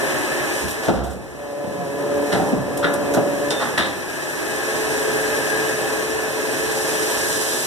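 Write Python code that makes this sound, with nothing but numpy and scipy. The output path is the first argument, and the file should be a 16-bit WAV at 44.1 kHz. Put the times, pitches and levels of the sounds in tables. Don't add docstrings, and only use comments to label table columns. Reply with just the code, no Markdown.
import sys
import numpy as np
from scipy import signal
from scipy.fft import rfft, irfft
from scipy.io import wavfile
from scipy.ndimage import uniform_filter1d

SR = 44100
rng = np.random.default_rng(int(sys.argv[2]) if len(sys.argv) > 2 else 0)


def materialize(psi):
    bounded = np.clip(np.atleast_2d(psi).T, -1, 1)
    quanta = np.round(bounded * 32767).astype(np.int16)
    wavfile.write(sys.argv[1], SR, quanta)


N = 337806
TIME, HZ = np.arange(N) / SR, np.fft.rfftfreq(N, 1 / SR)
FREE_HZ = 145.3

# f/Hz, level/dB
FRAME_COLOUR = [(30, -50), (55, 0), (100, 3), (220, 9.5), (400, 8), (600, 13), (820, 9), (1100, 0),
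                (1500, 2), (2200, -9), (5000, -13.5), (14000, -33)]
STEEL_COLOUR = [(30, -42), (100, -12.5), (300, -15.5), (700, -8), (1200, -7.5), (1600, -5), (2000, -0.5),
                (2700, -7.5), (3600, -6.5), (4500, -6), (5800, -14.5), (7000, -18), (9500, -14),
                (14000, -42)]
HISS_COLOUR = [(1500, -47), (2800, -3), (4400, -2), (5800, 2), (7000, 0.5), (9000, 1.5), (11500, -3),
               (14300, -11.5)]
# t/s, blower/dB, air hiss/dB,
# pump hum/dB, whistle/dB
MACHINE_FADERS = [(0, -34.5, -35, -44.5, -41), (1.2, -37, -36.5, -28.5, -51),
                  (3.65, -34.5, -35, -36.5, -39), (4.05, -41, -39.5, -48.5, -40),
                  (4.55, -37.5, -35, -32, -37), (4.9, -36, -33, -27.5, -38), (5.55, -35, -33, -28.5, -30),
                  (6.3, -37.5, -35.5, -29.5, -47), (7.1, -35.5, -28.5, -29, -33.5),
                  (7.66, -39, -28, -33.5, -38)]


def frame_thuds():
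    # t/s, level/dB, rise/s, t60/s, tilt/(dB per octave), focus/Hz, ring/dB
    hits = [(.62, -20.5, 0.033, 0.26, -14, 70, -20), (.82, -22, 0.022, 0.91, 4.5, 567, -20),
            (.883, -3, .0015, 0.06, -2, 450, -10), (.8905, -3, 0.0013, 0.06, -1.5, 830, -10),
            (.897, -6.5, 0.0014, 0.13, -4, 250, -9), (1.64, -10, .008, .09, -6, 600, -20),
            (1.668, -12, 0.016, 0.15, -7.5, 175, -25), (1.775, -12.5, 0.027, 0.14, -16, 185, -24),
            (2.32, -13, 0.015, 0.62, -2.5, 169, -14), (2.33, -15.5, .012, 0.27, -7, 138, -20),
            (2.385, -13, 0.0077, 0.44, -4, 860, -4), (2.525, -2, 0.012, 0.11, -9.5, 249, -25),
            (2.57, -9.5, 0.0078, 0.14, -16, 138, -26), (3.165, 2, 0.02, 0.13, -3.5, 402, -13.5),
            (3.507, -16, 0.0063, 0.24, 1, 459.8, -8), (3.78, -12.5, 0.019, 0.095, -8.5, 93, -10)]
    # f/Hz, level/dB, t60/s
    modes = [(205, -1, .5), (262, 1, .15), (334, 4, .45), (425, 2, .3), (571, 0, .2), (689, 0, .28),
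             (775, 1, .2), (835, 1, .12), (980, -5, .2), (1300, 3, .07), (1502, -5, .11)]
    return blows(hits, FRAME_COLOUR, modes, focus_db=7)


def clamp_shudder(start_hz=54, climb_hz_per_s=100):
    # start/s, end/s, rise/s, fall/s
    start, end, rise, fall = (.905, 1.05, .055, .11)
    # multiple, level/dB
    partials = [(1, 1), (2, -7.5), (3, -1.5), (4, -10), (5, -4)]
    jolt_hz = start_hz + climb_hz_per_s * np.clip(TIME - start, 0, end - start)
    turns = np.cumsum(jolt_hz * (1 + .025 * wander(10.5))) / SR
    groan = unit_rms(sum(amp(db) * tone(k * turns, rough=.5, flutter_hz=13) for k, db in partials))
    jolts = 1 + .15 * np.cos(2 * np.pi * np.cumsum(jolt_hz) / SR)
    rattle = unit_rms(noise(read(FRAME_COLOUR, HZ)) * jolts)
    return (groan + rattle) * gate(start, end, rise, fall, db=-12.5)


def pump_rate(sag_s=.1507):
    # start/s, end/s, sag/Hz
    loads = [(1.0, 3.9, 1.1), (1.72, 1.9, 3.3), (2.65, 3.3, 1.2)]
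    sag_hz = sum(hz * gate(start, end, sag_s, sag_s) for start, end, hz in loads)
    return FREE_HZ * (1 + .001363 * wander(1.2)) - sag_hz


def pump(rate, pressure_db=-25):
    # multiple, level/dB
    partials = [(1, -12), (2, -5.5), (3, -4), (4, 3), (5, -6), (7, -9), (12, -13)]
    # start/s, end/s, rise/s, fall/s
    pressure = (1.28, 3.49, .14, .07)
    # start/s, end/s, rise/s, fall/s, multiple, level/dB
    strains = [(1.02, 1.112, .04, .07, 5, -20), (1.365, 1.723, 0.062, 0.18, 4, -20),
               (1.744, 1.827, .07, .066, 5, -17.5), (1.9, 2.273, 0.26, .055, 4, -21.5),
               (1.918, 2.33, 0.073, 0.13, 3, -22.5), (1.897, 3.48, 0.04, .07, 2, -26),
               (2.716, 3.485, 0.11, 0.075, 4, -21.5)]
    _, _, hum_db, _ = follow(MACHINE_FADERS)
    turns = np.cumsum(rate * (1 + .004 * wander(14))) / SR
    song = amp(hum_db) * tone(3 * turns, rough=.45, flutter_hz=20)
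    for k, partial_db in partials:
        gains = [gate(*pressure, pressure_db + partial_db)]
        gains += [gate(*timing, db) for *timing, multiple, db in strains if multiple == k]
        song += np.linalg.norm(gains, axis=0) * tone(k * turns + 1 / 4, rough=.23, flutter_hz=9)
    return song


def steel_clacks():
    # t/s, level/dB, rise/s, t60/s, tilt/(dB per octave), focus/Hz, ring/dB
    hits = [(.883, -8.5, .001, 0.075, -12, 1350, -22), (2.318, -13, 0.0084, 0.26, -1, 1650, -30),
            (2.826, -9.5, 0.0073, 0.09, -4.5, 1400, -7), (2.841, -7, 0.0037, 0.16, -6, 1520, -6),
            (3.135, -15, 0.012, 0.17, -7, 1470, -25), (3.595, -8.5, 0.034, 0.23, -5, 1280, -23),
            (3.775, -7.5, 0.0023, 0.079, -2.5, 1730, -15), (3.779, -15.5, 0.0093, 0.38, -3, 3750, -3.5)]
    # f/Hz, level/dB, t60/s
    modes = [(1001, -5, .3), (1217, -1, .25), (1370, -1, .14), (1451, -2, .18), (1534, -1, .3),
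             (1701, -1, .3), (1810, -4, .15), (2622, -7, .19), (3241, -5, .25), (3560, -1, .2),
             (3752, 0, .25), (3900, -4, .18), (5550, -9, .2)]
    return blows(hits, STEEL_COLOUR, modes, focus_db=6.5)


def steel_clink():
    # t/s, level/dB, rise/s, t60/s, tilt/(dB per octave), focus/Hz, ring/dB
    hits = [(3.504, -13.5, 0.0031, 0.12, 2.3, 5866, -3.5)]
    # f/Hz, level/dB, t60/s
    modes = [(1507, -9, .22), (3031, -12, .3), (3607, 3.5, .32), (3690, -4, .15), (5383, -7, .08),
             (6907, -6, .07), (8872, -3, .11), (9975, -8, .07)]
    return blows(hits, STEEL_COLOUR, modes, focus_db=4)


def ticks():
    # t/s, level/dB, rise/s, t60/s, tilt/(dB per octave), focus/Hz
    hits = [(.68, -25, 0.0038, 0.21, 1.8, 3950), (.708, -23.5, 0.0028, 0.15, 0.17, 9000),
            (1.035, -21.5, 0.0068, 0.3, 0.086, 7900), (1.095, -22.5, 0.013, 0.29, 0, 7800),
            (2.772, -19.5, 0.0022, 0.14, 1.3, 9040), (2.934, -19, 0.0033, 0.099, 2.3, 9370),
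            (3.135, -21.5, 0.0038, 0.2, 0.89, 6300), (3.779, -28, .002, 0.1, 2.04, 10300)]
    # f/Hz, level/dB
    colour = [(1000, -24), (3500, -4), (8500, -3.5), (13500, -8), (15000, -33)]
    return blows(hits, colour, [], focus_db=3.5)


def drive_rumble():
    # start/s, end/s, rise/s, fall/s, level/dB
    travels = [(1.0, 3.31, 0.073, 0.91, -22.5), (1.851, 3.24, 0.15, 0.28, -22.5)]
    # f/Hz, level/dB
    colour = [(40, -31), (90, 0), (160, -2), (250, 6.5), (450, 9), (750, 2), (1300, -6.5), (2500, -45),
              (6000, -59)]
    rumble = noise(read(colour, HZ)) * amp(.83 * wander(32))
    return rumble * np.linalg.norm([gate(*row) for row in travels], axis=0)


def paper_swishes():
    # start/s, end/s, rise/s, fall/s, level/dB
    swishes = [(0.455, 0.63, 0.13, 0.13, -33), (2.203, 2.496, 0.088, 0.058, -32.5),
               (3.15, 3.685, 0.13, 0.073, -34)]
    return noise(read(HISS_COLOUR, HZ)) * sum(gate(*row) for row in swishes)


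def duct_colour(ripple_db=2.5):
    # f/Hz, width/Hz, boost/dB
    peaks = [(402, 103, 7.5), (1608, 140, 6), (1745, 100, 6.5), (2576, 76, 9), (3030, 440, 3),
             (4010, 620, 4.5)]
    peaks_db = sum(db / (1 + (2 * (HZ - hz) / width) ** 2) for hz, width, db in peaks)
    ripple = unit_rms(uniform_filter1d(rng.standard_normal(len(HZ)), size=150))
    return peaks_db + ripple_db * ripple


def blower(rate, duct_db, roar_db=12):
    # f/Hz, level/dB
    colour = [(30, -25), (60, -11.5), (95, -13), (140, -5.5), (200, -7.5), (270, 0.5), (450, -4.5),
              (560, 0), (750, -4), (1100, -6.5), (1400, -10), (2000, -5), (3300, -19), (6000, -29.5)]
    # f/Hz, level/dB on the blower fader
    hums = [(290, -10.5), (324, -9.5), (360.5, -2.5), (603, -4), (646, -6), (758, -16.5), (866, -9.5),
            (974, -10.5), (1108, -9.5)]
    whines = [(541, -1), (1733, .5)]
    fader_db, *_ = follow(MACHINE_FADERS)
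    roar = noise(read(colour, HZ) + duct_db) * amp(roar_db + .5 * wander(23))
    motor_time = np.cumsum(rate / FREE_HZ) / SR
    tones = sum(amp(db) * tone(hz * motor_time, rough=.36, flutter_hz=3) for hz, db in hums)
    tones += sum(amp(db) * tone(hz * motor_time, rough=.33, flutter_hz=7) for hz, db in whines)
    return amp(fader_db) * (roar + tones)


def air_table(duct_db, whistle_hz=1637, hiss_trim_db=3):
    _, hiss_db, _, whistle_db = follow(MACHINE_FADERS)
    whistle = amp(whistle_db) * tone(whistle_hz * TIME, rough=1, flutter_hz=20)
    hiss = noise(read(HISS_COLOUR, HZ) + duct_db) * amp(hiss_db + hiss_trim_db + .5 * wander(27))
    return hiss + whistle


def workshop_reverb(x, predelay_s=.012, wet_db=-11):
    # f/Hz, t60/s
    decay = [(100, 0.94), (500, 0.65), (2000, 0.37), (5000, 0.15), (12000, 0.026)]
    reflections = rng.standard_normal((2, SR)) * (TIME[:SR] > predelay_s)
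    hz, t, bands = signal.stft(reflections, SR, nperseg=256)
    _, tail = signal.istft(bands * amp(-60 * t / read(decay, hz)[:, None]), SR, nperseg=256)
    return amp(wet_db) * signal.fftconvolve(x, tail / np.linalg.norm(tail[0]), axes=1)[:, :N]


def blows(hits, colour, modes, focus_db, chatter_db=3):
    out, t, hz = np.zeros((2, N)), TIME[:SR], np.fft.rfftfreq(SR, 1 / SR)
    for start, db, rise, t60, tilt_db, focus_hz, *ring_db in hits:
        strike = (tilt_db, focus_hz, focus_db)
        attack = np.minimum(t / rise, 1)
        envelope = attack * amp(-60 * t / t60)
        contacts = rng.standard_normal((2, SR))
        contacts += .84 * rng.standard_normal(SR)
        contacts *= amp(chatter_db * np.repeat(rng.standard_normal(SR // 45), 45))
        sound = irfft(rfft(contacts) * amp(read(colour, hz) + strike_colour(hz, *strike))) * envelope
        sound *= np.sqrt(2) * np.linalg.norm(envelope) / np.linalg.norm(sound)
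        weights = [amp(mode_db + strike_colour(f, *strike)) for f, mode_db, _ in modes]
        for weight, (f, _, mode_t60) in zip(weights, modes):
            mode = ringing_mode(f, mode_t60)
            gain = amp(ring_db[0]) * weight / np.linalg.norm(weights)
            add(sound, 0, gain * attack[:mode.shape[1]] * mode)
        add(out, start, amp(db) * sound)
    return out


def strike_colour(hz, tilt_db, focus_hz, focus_db):
    bass_edge_hz = min(focus_hz / 2.3, 165)
    low_cut = -10 * np.log10(1 + (bass_edge_hz / (hz + 1)) ** 8)
    tilt = tilt_db * np.log2(np.hypot(hz, 140) / focus_hz)
    octaves = np.log2(np.maximum(hz, 50) / focus_hz)
    return low_cut + tilt + focus_db * np.exp(-(octaves / .23) ** 2)


def ringing_mode(hz, t60, split_hz=14):
    t = TIME[:round(t60 * SR)]
    detune, phase = rng.standard_normal((3, 1)), rng.random((3, 1))
    partial_hz = hz + split_hz * (detune / 3 + [[0], [-1], [1]])
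    ring = np.array([1.2, .55, .55]) @ np.exp(2j * np.pi * (partial_hz * t + phase))
    return np.array([ring.imag, ring.real]) * amp(-60 * t / t60)


def tone(turns, rough, flutter_hz):
    paths = [1j ** port + rough * (wander(flutter_hz) + 1j * wander(flutter_hz)) for port in range(2)]
    return unit_rms((np.array(paths) * np.exp(2j * np.pi * turns)).real)


def noise(spectrum_db):
    return unit_rms(irfft(rfft(rng.standard_normal((2, N))) * amp(spectrum_db), N))


def wander(rate_hz, control_hz=500):
    hz = np.fft.rfftfreq(4096, 1 / control_hz)
    drift = irfft(rfft(rng.standard_normal(4096)) / (1 + (hz / rate_hz) ** 2))
    return unit_rms(np.interp(TIME * control_hz, np.arange(len(drift)), drift))


def gate(start, end, rise, fall, db=0):
    return amp(db) * np.clip(np.minimum((TIME - start) / rise, 1 - (TIME - end) / fall), 0, 1)


def amp(db):
    return 10 ** (np.asarray(db) / 20)


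def unit_rms(x):
    return x / np.sqrt(np.mean(x ** 2) + 1e-20)


def read(points, hz):
    f, value = np.transpose(points)
    return np.interp(np.log(hz + 1), np.log(f + 1), value)


def follow(rows):
    times, *columns = np.transpose(rows)
    return [np.interp(TIME, times, column) for column in columns]


def add(mix, start_s, sound):
    part = mix[:, round(start_s * SR):][:, :sound.shape[1]]
    part += sound[:, :part.shape[1]]


def gain_control(x, sense_hz=101.3, threshold_db=-39, squeeze=.66, duck_s=.026, recover_db_per_s=9.5):
    bass = signal.sosfilt(signal.butter(2, sense_hz, fs=SR, output="sos"), x)
    bass_db = 10 * np.log10(abs(uniform_filter1d((bass ** 2).mean(0), size=2600)) + 1e-12)
    duck_db = squeeze * np.maximum(bass_db - threshold_db, 0)
    recovery = recover_db_per_s * TIME
    held_db = np.maximum.accumulate(duck_db + recovery) - recovery
    pole = np.exp(-1 / (duck_s * SR))
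    return x * amp(-signal.lfilter([1 - pole], [1, -pole], held_db))


def microphone_pair(left, right, port_hz=2290):
    # f/Hz, share
    cross_feed = [(4600, .97), (5800, .35), (7000, .18), (12000, .06)]
    # f/Hz, lead/rad
    left_lead = [(60, 1.4), (280, 1.45), (420, 1.8), (560, 0)]
    # f/Hz, level/dB
    balance = [(60, -3), (400, 0), (1150, 0), (1650, 3), (2290, 0), (3400, 0), (4080, -1.5), (4580, 0),
               (5800, -1), (8000, -4)]
    alike = .999 * np.sinc(2 * HZ / port_hz)
    far = read(cross_feed, HZ) * np.exp(-2j * np.pi * HZ / port_hz)
    mid_gain = np.sqrt(1 + alike) * abs(1 - far)
    side_gain = np.sqrt(1 - alike) * abs(1 + far)
    total = np.sqrt(2) * np.hypot(mid_gain, side_gain)
    mid = (left + right) * mid_gain / total
    side = (left - right) * side_gain / total
    lean = amp(read(balance, HZ) / 2) * np.exp(.5j * read(left_lead, HZ))
    return irfft(np.array([(mid + side) * lean, (mid - side) / lean]), N)


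def scene():
    rate = pump_rate()
    impacts = clamp_shudder() + frame_thuds() + steel_clacks() + ticks() + steel_clink()
    duct_db = duct_colour()
    bed = blower(rate, duct_db) + air_table(duct_db)
    return impacts + pump(rate) + drive_rumble() + paper_swishes() + bed + workshop_reverb(impacts)


def record(dry, low_cut_hz=46, ceiling=.85, high_cut_hz=14380):
    low_cut = (HZ / low_cut_hz) ** 4 / np.sqrt(1 + (HZ / low_cut_hz) ** 8)
    left, right = rfft(gain_control(dry)) * low_cut
    stereo = microphone_pair(left, right)
    saturated = stereo / (1 + (stereo / ceiling) ** 6) ** (1 / 6)
    high_cut = signal.firwin(511, high_cut_hz, window=("kaiser", 9), fs=SR)
    return signal.oaconvolve(saturated, high_cut[None], "same")


dry = scene()
out = record(dry)
materialize(out)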